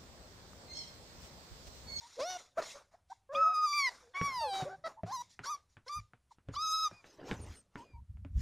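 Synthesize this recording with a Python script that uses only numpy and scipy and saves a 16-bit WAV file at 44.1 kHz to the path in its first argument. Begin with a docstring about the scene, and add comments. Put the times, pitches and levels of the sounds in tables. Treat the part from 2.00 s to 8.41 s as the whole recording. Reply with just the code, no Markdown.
"""At a wire kennel fence in a quiet yard, two puppies whine and yelp close by.
Their vocal folds give thin gliding tones, filtered by throat, nose and mouth, in a hiss of turbulent air.
Paws knock the mesh into damped vibration and scuff the dirt; the walls add a short reverberation.
A bird chirps faintly twice, and a low rumble swells near the end."""
import sys
import numpy as np
from scipy import signal
from scipy.fft import rfft, irfft, next_fast_len
from scipy.io import wavfile
from scipy.ndimage import uniform_filter1d, map_coordinates

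SR = 44100
rng = np.random.default_rng(int(sys.argv[2]) if len(sys.argv) > 2 else 0)


def dump(signal):
    """Clip the signal to [-1, 1] and save it as 16-bit WAV at the path in sys.argv[1]."""
    limited = np.clip(np.atleast_2d(signal).T, -1, 1)
    pcm = np.round(limited * 32767).astype(np.int16)
    wavfile.write(sys.argv[1], SR, pcm)


N = 282681
TOP_HZ = 14250  # upper band limit

# puffs of air through the muzzle: start_s, length_s, t60_s, mouth_huff_db, nasal_hiss_db
BREATHS = [(0.01, 0.25, .3, -70, -59.5), (0.2, 0.011, 0.19, -53, -48), (0.3, 0.1, 0.33, -61.5, -55),
           (0.583, 0.011, 0.31, -42.5, -53), (0.63, 0.083, 0.29, -75.5, -49),
           (0.755, 0.029, 0.22, -57.5, -63), (0.92, 0.025, 0.21, -71.5, -78),
           (1.105, 0.014, 0.21, -76.5, -64), (1.335, 0.02, 0.89, -51.5, -61.5),
           (1.87, 0.057, 0.6, -57.5, -58), (2.165, .13, 0.8, -57, -59), (2.54, 0.063, 0.38, -48, -51.5),
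           (2.86, 0.015, 0.21, -51.5, -58), (3.07, 0.025, 0.39, -58, -62), (3.21, .015, 0.3, -73, -62.5),
           (3.305, .03, .15, -99, -63), (3.445, .012, 0.23, -55.5, -51.5),
           (3.545, 0.0162, 0.26, -69.5, -66), (3.7, 0.0404, 0.26, -92, -79),
           (3.875, 0.0089, 0.34, -76.5, -59.5), (3.985, 0.02, 0.27, -85, -69.5),
           (4.315, 0.014, 0.098, -79, -69.5), (4.538, .012, 0.099, -57, -56.5),
           (4.85, 0.038, 0.63, -62.5, -64)]
BREATH_ATTACK_S = 0.053


def whine(contour, second_db, third_db, nose_hz, top_db):
    """Source and filter: tight folds give a strong fundamental; a nasal resonance picks out overtones."""
    # response of throat and nose: frequency_hz, gain_db
    throat = [(1800, 14.5), (2700, 2.5), (3800, 4), (5700, -0.5), (7000, -7.5), (8000, -26.5), (9000, -9),
              (10300, -14.5), (12500, -18), (14200, -33)]
    # mouth openings that lift the second harmonic: start_s, length_s, lift_db
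    openings = [(0.201, 0.026, 10.5), (1.339, 0.015, 10), (1.732, 0.12, 18.5), (1.825, 0.054, 24),
                (2.155, .17, 16.5)]
    # hiss inside a whine: frequency_hz, gain_db
    leak_spectrum = [(1500, -17), (2100, -14.5), (3000, -11.5), (4200, -10), (6000, -4.5), (7200, -3),
                     (8200, -11), (11000, -8.5), (14200, -13.5)]
    t = np.arange(contour[0][0], contour[-1][0], 1 / SR)
    n = len(t)
    pitch, first_db, upper_db = curves(contour, t)
    resonance_hz = nose_hz * (pitch / 1000) ** 0.77
    lifts = [lift * envelope(t, s, length, attack=0.0311, fade=0.22) for s, length, lift in openings]
    opened_db = np.minimum(second_db + np.max(lifts, axis=0), first_db + 10)
    # the folds vibrate less evenly at low pitch and while the voice starts or breaks off
    to_edge_s = np.minimum(t - t[0], t[-1] - t)
    slack = 1000 / pitch * (1 + np.exp(-to_edge_s / 0.0034))
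    jitter = 0.006 * slack * wobble(450, n)
    quaver = 0.0079 * wobble(70, n)
    pitch = pitch * (1 + jitter + quaver)
    phase = 2 * np.pi * np.cumsum(pitch) / SR
    k = np.arange(1, 21)[:, None]
    upper_hz = k[3:] * pitch
    # each whine starts dull and brightens as the pressure builds
    dull_db = 14 * np.exp(-(t - t[0]) / 0.027)
    throat_db = along(throat, upper_hz * np.sqrt(5200 / resonance_hz))
    throat_db += along([(7000, 0.016), (9000, top_db)], upper_hz)
    throat_db -= dull_db * np.maximum(np.log2(upper_hz / 6000), 0)
    nose_db = 9 * np.exp(-((upper_hz - resonance_hz) / 520) ** 2)
    # the moving muzzle makes every overtone come and go
    flutter_db = 3 * np.array([wobble(35, n) for _ in k[1:]])
    low = amp([first_db, opened_db + flutter_db[0] / 2, upper_db + third_db + flutter_db[1]])
    high = amp(throat_db + nose_db + flutter_db[2:]) * (upper_hz < TOP_HZ)
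    high = high / np.linalg.norm(high, axis=0) * amp(upper_db)
    # the more air is puffed past the folds, the raspier the voice
    airy = np.minimum(strokes(BREATHS, BREATH_ATTACK_S, t)[1] / amp(first_db), 0.4)
    rasp_db = 4 * airy * wobble(450, n)
    tremor_db = 1.5 * wobble(40.64, n)
    period_doubling = 1 + 0.56 * airy * np.cos(phase / 2)
    # turbulence frays the highest overtones into narrow bands of noise
    fray_depth = (0.8 + 4 * airy) * slack * (k * pitch / 13000) ** 2
    fray = fray_depth * np.array([wobble(700, n) for _ in k])
    tone = np.sqrt(2) * np.sum(np.vstack([low, high]) * np.sin(k * phase + fray), axis=0)
    leak = amp(upper_db - 21 - dull_db / 2) * noise(leak_spectrum, n)
    gate = np.clip(to_edge_s / 0.0044, 0, 1)
    return (tone * amp(rasp_db + tremor_db) * period_doubling + leak) * gate


def yelp(length, start_hz, middle_hz, end_hz, level_db, fall_db, roughness):
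    """Mouth formants shape a harmonic series; random pitch and amplitude modulation roughen it."""
    # response of the open mouth: frequency_hz, gain_db
    mouth = [(350, -1.5), (600, 4), (1350, 1.5), (1900, -3.5), (2500, -31.5), (4200, -9.5), (7000, -38),
             (14000, -64)]
    pitch, swell = arch(length, start_hz, middle_hz, end_hz)
    n = len(pitch)
    waver = roughness * (0.05 * wobble(500, n) + 0.04 * wobble(70, n))
    phase = 2 * np.pi * np.cumsum(pitch * (1 + waver)) / SR
    k = np.arange(1, 10)[:, None]
    gains = amp(along(mouth, k * pitch) - fall_db * (k - 1))
    tone = np.sum(gains * np.sin(k * phase), axis=0)
    shimmer = amp(1.7 * roughness * wobble(350, n))
    return amp(level_db + 3.5) * swell * unit(tone * shimmer)


def voices():
    """The puppies' whines and yelps add by linear superposition."""
    # one contour per whine, each point: time_s, pitch_hz, fundamental_db, upper_overtones_db
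    contours = [
        [(0.187, 469.7, -42, -61.5), (0.213, 534.8, -34, -46), (0.255, 692, -38.5, -47.5),
         (0.313, 752, -47.5, -45), (0.369, 701, -42, -50.5), (0.378, 780, -69.5, -65.5)],
        [(1.347, 1214, -36, -62), (1.367, 1232, -36.5, -54.5), (1.391, 1290, -29, -60.5),
         (1.477, 1272, -25.5, -56), (1.533, 1270, -32.5, -59.5), (1.545, 1250, -32.5, -46),
         (1.595, 1243, -28.5, -47), (1.643, 1247, -27.5, -46.5), (1.695, 1161, -37, -42),
         (1.777, 1178, -34.5, -37.5), (1.859, 1060, -42, -40), (1.897, 941, -40.5, -43)],
        [(2.143, 1099, -50.5, -64), (2.167, 1113, -42, -61), (2.265, 1146, -32.5, -44.5),
         (2.309, 1079, -42, -52), (2.415, 915.2, -37, -44.5), (2.441, 889, -36, -50),
         (2.513, 786.3, -38.5, -47.5), (2.555, 778, -37, -41.5), (2.621, 756, -37, -50), (2.65, 738, -52, -63)],
        [(3.06, 637, -51, -72), (3.112, 833, -42.5, -57), (3.128, 1044, -38.5, -49.5),
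         (3.15, 1065, -39.5, -48.5), (3.174, 948, -43.5, -49.5), (3.224, 998, -42.5, -52)],
        [(3.455, 995.1, -46, -49.5), (3.471, 1149, -44.5, -43), (3.489, 1139, -37.5, -46),
         (3.507, 1243, -38.5, -50.5), (3.551, 1127, -39, -49), (3.57, 1161, -62, -76)],
        [(3.878, 991.3, -77, -43), (3.898, 1163, -39.5, -60.5), (3.928, 1195, -40.5, -49),
         (3.98, 1216, -38.5, -53.5), (4.005, 1167, -60, -65)],
        [(4.548, 974, -60, -49.5), (4.558, 993, -52, -46), (4.568, 1143, -36.5, -49),
         (4.58, 1163, -37.5, -52.5), (4.592, 1226, -36.5, -47), (4.624, 1272, -39.5, -42.5),
         (4.638, 1285, -37.5, -44.5), (4.68, 1267, -36, -40), (4.832, 1278, -35, -39),
         (4.864, 1239, -34.5, -44), (4.876, 1188, -34.5, -48), (4.888, 1200, -60, -52)],
    ]
    # timbre of each whine: second_harmonic_db, third_re_upper_db, resonance_at_1khz_pitch_hz, top_lift_db
    timbres = [(-55, -16, 7400, -4.5), (-55, -13.5, 4520, -4), (-58.5, -11.5, 4900, 3),
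               (-63.5, -23, 6000, 1.5), (-64, -15, 5300, 3.5), (-58, -14, 4700, 4), (-61, -6, 4680, -8)]
    # yelps and whimpers:
    # start_s, length_s, start_hz, middle_hz, end_hz, relative_db, fall_per_harmonic_db, roughness
    yelps = [(0.014, 0.062, 987, 936, 997, -59.5, 10, 0.41), (0.168, 0.044, 427, 535, 648, -48, 21, 1.1),
             (0.571, 0.034, 455, 695, 523, -34.5, 7.5, 0.63),
             (0.616, 0.015, 668, 609, 566, -46, -1.5, 1.06), (0.743, 0.039, 520, 544, 610, -55, 8.5, 0.8),
             (0.937, 0.02, 632, 684, 860, -61, 44, 0.4), (1.099, 0.035, 728, 773, 840, -52.5, 12, 0.47),
             (1.116, 0.015, 1015, 922, 995, -48, 29, 0.27), (1.291, 0.061, 534, 578, 696, -47.5, 6, 0.08),
             (1.333, 0.089, 595, 550.4, 587, -40, 38, 0), (1.345, 0.02, 3200, 3377, 3620, -47, 16.5, 0.9),
             (1.417, 0.12, 635, 679, 757, -52, 24, 0.36), (2.013, 0.114, 525, 470, 524, -69.5, 29, 0.4),
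             (2.136, 0.052, 380, 369.5, 380, -54, -3.5, 0.38),
             (2.407, 0.097, 718, 549, 492, -44.5, 9, 0.35),
             (2.508, 0.251, 385.3, 373.3, 388, -54.5, 5, 0.7), (2.649, 0.042, 486, 564, 620, -44, 34, 0.4),
             (2.685, 0.079, 744, 739, 800, -50.5, 2.5, 0.65),
             (2.839, 0.045, 630, 657.5, 601, -40.5, 0, 0.27), (2.967, 0.046, 880, 930, 886, -57, 28, 1.1),
             (3.435, 0.022, 1400, 1467, 1364, -49, 0, 0.74), (3.456, 0.069, 920, 945, 955, -53, 40, 0),
             (3.863, 0.025, 483, 491, 548, -56, 2, 0.43), (4.308, 0.019, 1037, 970, 893, -60.5, 24, 0.97),
             (4.537, 0.013, 1036, 1280, 1280, -50.5, 21, 1.1), (4.917, 0.1, 2360, 2474, 2340, -66, 19, 0),
             (5.767, 0.078, 990, 935, 1045, -57, 21, 0.52),
             (5.796, 0.18, 2470, 2440, 2280, -75.5, 20, 0.14),
             (5.934, 0.072, 1003, 919, 986, -64.5, 33.5, 0.4)]
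    out = np.zeros(N)
    for contour, timbre in zip(contours, timbres):
        add(out, contour[0][0], whine(contour, *timbre))
    for s, *shape in yelps:
        add(out, s, yelp(*shape))
    return out


def puffs():
    """Turbulent flow through mouth and nose makes noise, mostly as a call starts or breaks off."""
    # breath through the open mouth: frequency_hz, gain_db
    huff_spectrum = [(150, -11.5), (350, -7.5), (600, -2.5), (1000, 0), (1500, -4), (2100, -11.5),
                     (2800, -18.5), (4000, -35)]
    # breath through the nose: frequency_hz, gain_db
    hiss_spectrum = [(1500, -18.5), (2100, -5), (2500, -11), (2950, -14), (3500, -4), (4700, -5.5),
                     (5700, -3), (6500, -7), (7050, -3), (7600, -15.5), (9300, -13.5), (10000, -23),
                     (14200, -31.5)]
    huff, hiss = strokes(BREATHS, BREATH_ATTACK_S, np.arange(N) / SR)
    mouth = huff * amp(2 * wobble(120, N)) * patchy(noise(huff_spectrum), depth_db=3)
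    nose = hiss * amp(-1 + 0.8 * wobble(90, N)) * patchy(noise(hiss_spectrum), depth_db=3)
    return mouth + nose


def paws(thud_gain_db=5, click_gain_db=13, click_t60_s=0.0036, rattle_db=-16, rattle_t60_s=0.14):
    """Impact excitation: a soft pad rings the fence's damped modes, a claw clicks, the mesh rattles."""
    # paws striking the mesh: start_s, relative_thud_db, relative_click_db
    knocks = [(2.213, -36, -42), (2.622, -41.5, -47.5), (3.033, -38.5, -52), (3.391, -50, -45.5),
              (3.768, -59.5, -54.5), (4.134, -64.5, -61.5), (4.384, -83, -67.5), (4.486, -40.5, -50.5),
              (4.912, -48.5, -55.5), (5.042, -82, -54), (5.312, -35, -35), (5.756, -50, -47),
              (6.17, -71, -70), (6.248, -48.5, -57.5)]
    # modes of the fence: frequency_hz, level_db, t60_s
    modes = [(113, -5, 0.14), (157.1, 3, 0.082), (259.5, -6, 0.088), (397, -7, 0.077), (581, 0.5, 0.032)]
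    # claw on wire: frequency_hz, gain_db
    click_spectrum = [(200, 10), (600, -3), (1400, 4), (2300, -2.5), (3300, -10.5), (4500, -21),
                      (8000, -30), (14000, -54.5)]
    thuds, clicks = np.zeros(N), np.zeros(N)
    t = np.arange(SR // 4) / SR
    pad_rise = 1 - np.exp(-t / 0.0024)
    click_decay = amp(-60 * t / click_t60_s) + amp(rattle_db - 60 * t / rattle_t60_s)
    for s, thud_db, click_db in knocks:
        ring = np.zeros(len(t))
        for hz, db, t60 in modes:
            decay = amp(db + rng.normal(0, 3.4) - 60 * t / t60)
            ring += decay * np.sin(2 * np.pi * hz * rng.normal(1, 0.11) * t)
        add(thuds, s + 0.00041, amp(thud_db + thud_gain_db) * ring * pad_rise)
        burst = rng.standard_normal(len(t)) * click_decay
        add(clicks, s + 0.001, amp(click_db + click_gain_db) * burst)
    return thuds + filtered(clicks, lambda hz: unit(amp(along(click_spectrum, hz))))


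def scuffs(attack_s=0.13):
    """Sliding friction of paws and fur on mesh and dirt makes grainy noise."""
    # sliding movements: start_s, length_s, t60_s, relative_rub_db, relative_grit_db
    slides = [(4.485, .04, 0.15, -70.5, -90), (5.06, 0.086, 0.22, -68, -66), (5.2, 0.083, 0.65, -55, -93.5),
              (5.285, 0.042, 0.25, -49, -54), (5.39, 0.1, 0.33, -58.5, -61.5), (5.5, 0.067, 0.21, -86, -60),
              (5.78, 0.024, .35, -60, -65), (6.395, .015, .2, -74, -56.5)]
    # dull rubbing: frequency_hz, gain_db
    rub_spectrum = [(100, -2), (300, 9), (600, 4), (1100, -3.5), (2400, -9.5), (4000, -19), (8000, -44.5)]
    # bright grit: frequency_hz, gain_db
    grit_spectrum = [(1000, -2.5), (2500, -3), (4500, -1), (6500, 1), (9000, -14), (12000, -20.5),
                     (14200, -17.5)]
    rub, grit = strokes(slides, attack_s, np.arange(N) / SR)
    grainy = lambda spectrum: unit(patchy(noise(spectrum), depth_db=5) * amp(1.5 * wobble(400, N)))
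    return rub * amp(2) * grainy(rub_spectrum) + grit * amp(-1) * grainy(grit_spectrum)


def kennel(x):
    """Reverberation: reflections from the walls form a short tail that dies faster in the treble."""
    # reverberation times: frequency_hz, t60_s
    decay_times = [(200, 0.97), (1000, 0.23), (4000, 0.24), (12000, 0.07)]
    hz, t, bands = signal.stft(rng.standard_normal(SR // 2), SR, nperseg=256)
    decay = amp(-60 * t / along(decay_times, hz)[:, None])
    tail = signal.istft(bands * decay, SR, nperseg=256)[1]
    delayed = np.pad(x, (300, 0))
    return signal.fftconvolve(delayed, tail / np.linalg.norm(tail))[:N]


def bird():
    """A distant bird's thin chirps are frequency-modulated pure tones."""
    # chirps: start_s, length_s, start_hz, middle_hz, end_hz, level_db
    chirps = [(5.41, 0.042, 9700, 8850, 9100, -56), (5.547, 0.071, 8800, 8770, 8270, -59)]
    out = np.zeros(N)
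    for s, *shape, db in chirps:
        pitch, swell = arch(*shape)
        add(out, s, amp(db) * swell * np.sin(2 * np.pi * np.cumsum(pitch) / SR))
    return out


def background(yard_db=-80, rumble_floor_db=-81):
    """Amplitude-modulated low noise rumbles over the steady noise floor of the yard."""
    # swells of the rumble: start_s, length_s, level_db
    rumbles = [(2.262, 0.22, -66), (3.981, 0.013, -41.5), (4.485, 0.086, -54), (5.375, .13, -45),
               (5.939, 0.083, -48), (6.1, 0.25, -47), (6.368, 0.11, -28)]
    # low rumble: frequency_hz, gain_db
    rumble_spectrum = [(25, -34.5), (44, -8), (62, 0.5), (85, -1.5), (135, -16.5), (220, -27.5),
                       (500, -71.5)]
    # ambient noise: frequency_hz, gain_db
    yard_spectrum = [(30, 7.5), (100, 8.5), (300, -7.5), (1000, -8), (2500, -14), (6000, -18),
                     (10000, -17.5), (14200, -33.5)]
    t = np.arange(N) / SR
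    swells = sum(amp(db) * envelope(t, s, length, attack=0.056, fade=0.13) for s, length, db in rumbles)
    return (amp(rumble_floor_db) + swells) * noise(rumble_spectrum) + amp(yard_db) * noise(yard_spectrum)


def amp(db):
    """Decibels to amplitude ratio."""
    return 10 ** (np.asarray(db) / 20)


def unit(x):
    """Normalise to rms 1."""
    return x / np.sqrt(np.mean(x ** 2) + 1e-20)


def along(points, hz):
    """Interpolate (frequency_hz, value) points on a logarithmic frequency axis."""
    knots_hz, values = np.transpose(points)
    return np.interp(np.log(hz + 1), np.log(knots_hz), values)


def curves(rows, t):
    """Interpolate each column after time_s at the times t."""
    times, *columns = np.transpose(rows)
    return [np.interp(t, times, column) for column in columns]


def wobble(rate, size):
    """Smooth random modulation: a spline through rate knots a second."""
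    knots = rng.standard_normal(int(size * rate / SR) + 4)
    return map_coordinates(knots, [np.arange(size) * rate / SR])


def filtered(x, response):
    """Linear filtering: multiply the spectrum of x by a frequency response."""
    size = next_fast_len(x.shape[-1] + 8192)
    gain = response(np.fft.rfftfreq(size, 1 / SR))
    return irfft(rfft(x, size) * gain, size)[..., :x.shape[-1]]


def noise(spectrum, size=N):
    """White noise filtered to a spectrum, at rms 1."""
    return unit(filtered(rng.standard_normal(size), lambda hz: amp(along(spectrum, hz))))


def patchy(x, depth_db):
    """Random modulation makes each band of a noise swell and fade on its own, as in turbulence."""
    bands = signal.stft(x, nperseg=512)[2]
    field = uniform_filter1d(rng.standard_normal(bands.shape), size=4, axis=0)
    field = unit(uniform_filter1d(field, size=7, axis=1))
    return unit(signal.istft(bands * amp(depth_db * field), nperseg=512)[1][:len(x)])


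def arch(length, start_hz, middle_hz, end_hz):
    """Parabolic pitch glide and arched amplitude of one short note."""
    progress = np.linspace(0, 1, int(max(length, 0.005) * SR))
    parabola = np.polyfit([0, 0.5, 1], [start_hz, middle_hz, end_hz], 2)
    return np.polyval(parabola, progress), np.abs(np.sin(np.pi * progress)) ** 0.57


def envelope(t, s, length, attack, fade):
    """Exponential rise up to s, hold for length, then decay; attack and fade are seconds per 60 dB."""
    before = np.maximum(s - t, 0) / attack
    after = np.maximum(t - s - length, 0) / fade
    return amp(-60 * (before + after).clip(0, 3))


def strokes(rows, attack, t):
    """Incoherent events add in power: two gains from rows of start_s, length_s, t60_s, low_db, high_db."""
    power = sum((amp(levels)[:, None] * envelope(t, s, length, attack, fade)) ** 2
                for s, length, fade, *levels in rows)
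    return np.sqrt(power)


def add(track, s, sound):
    """Superpose a sound on the track at s seconds."""
    part = track[max(round(s * SR), 0):][:len(sound)]
    part += sound[:len(part)]


def scene(wet_db=-25):
    """Direct sound, reverberation and background add; identical channels give a central image."""
    near = voices() + puffs() + paws() + scuffs()
    mono = near + amp(wet_db) * kennel(near) + bird() + background()
    return np.array([mono, mono])


def record(dry):
    """An ideal low-pass filter removes everything above the band limit."""
    return filtered(dry, lambda hz: hz < TOP_HZ)


dry = scene()
out = record(dry)
dump(out)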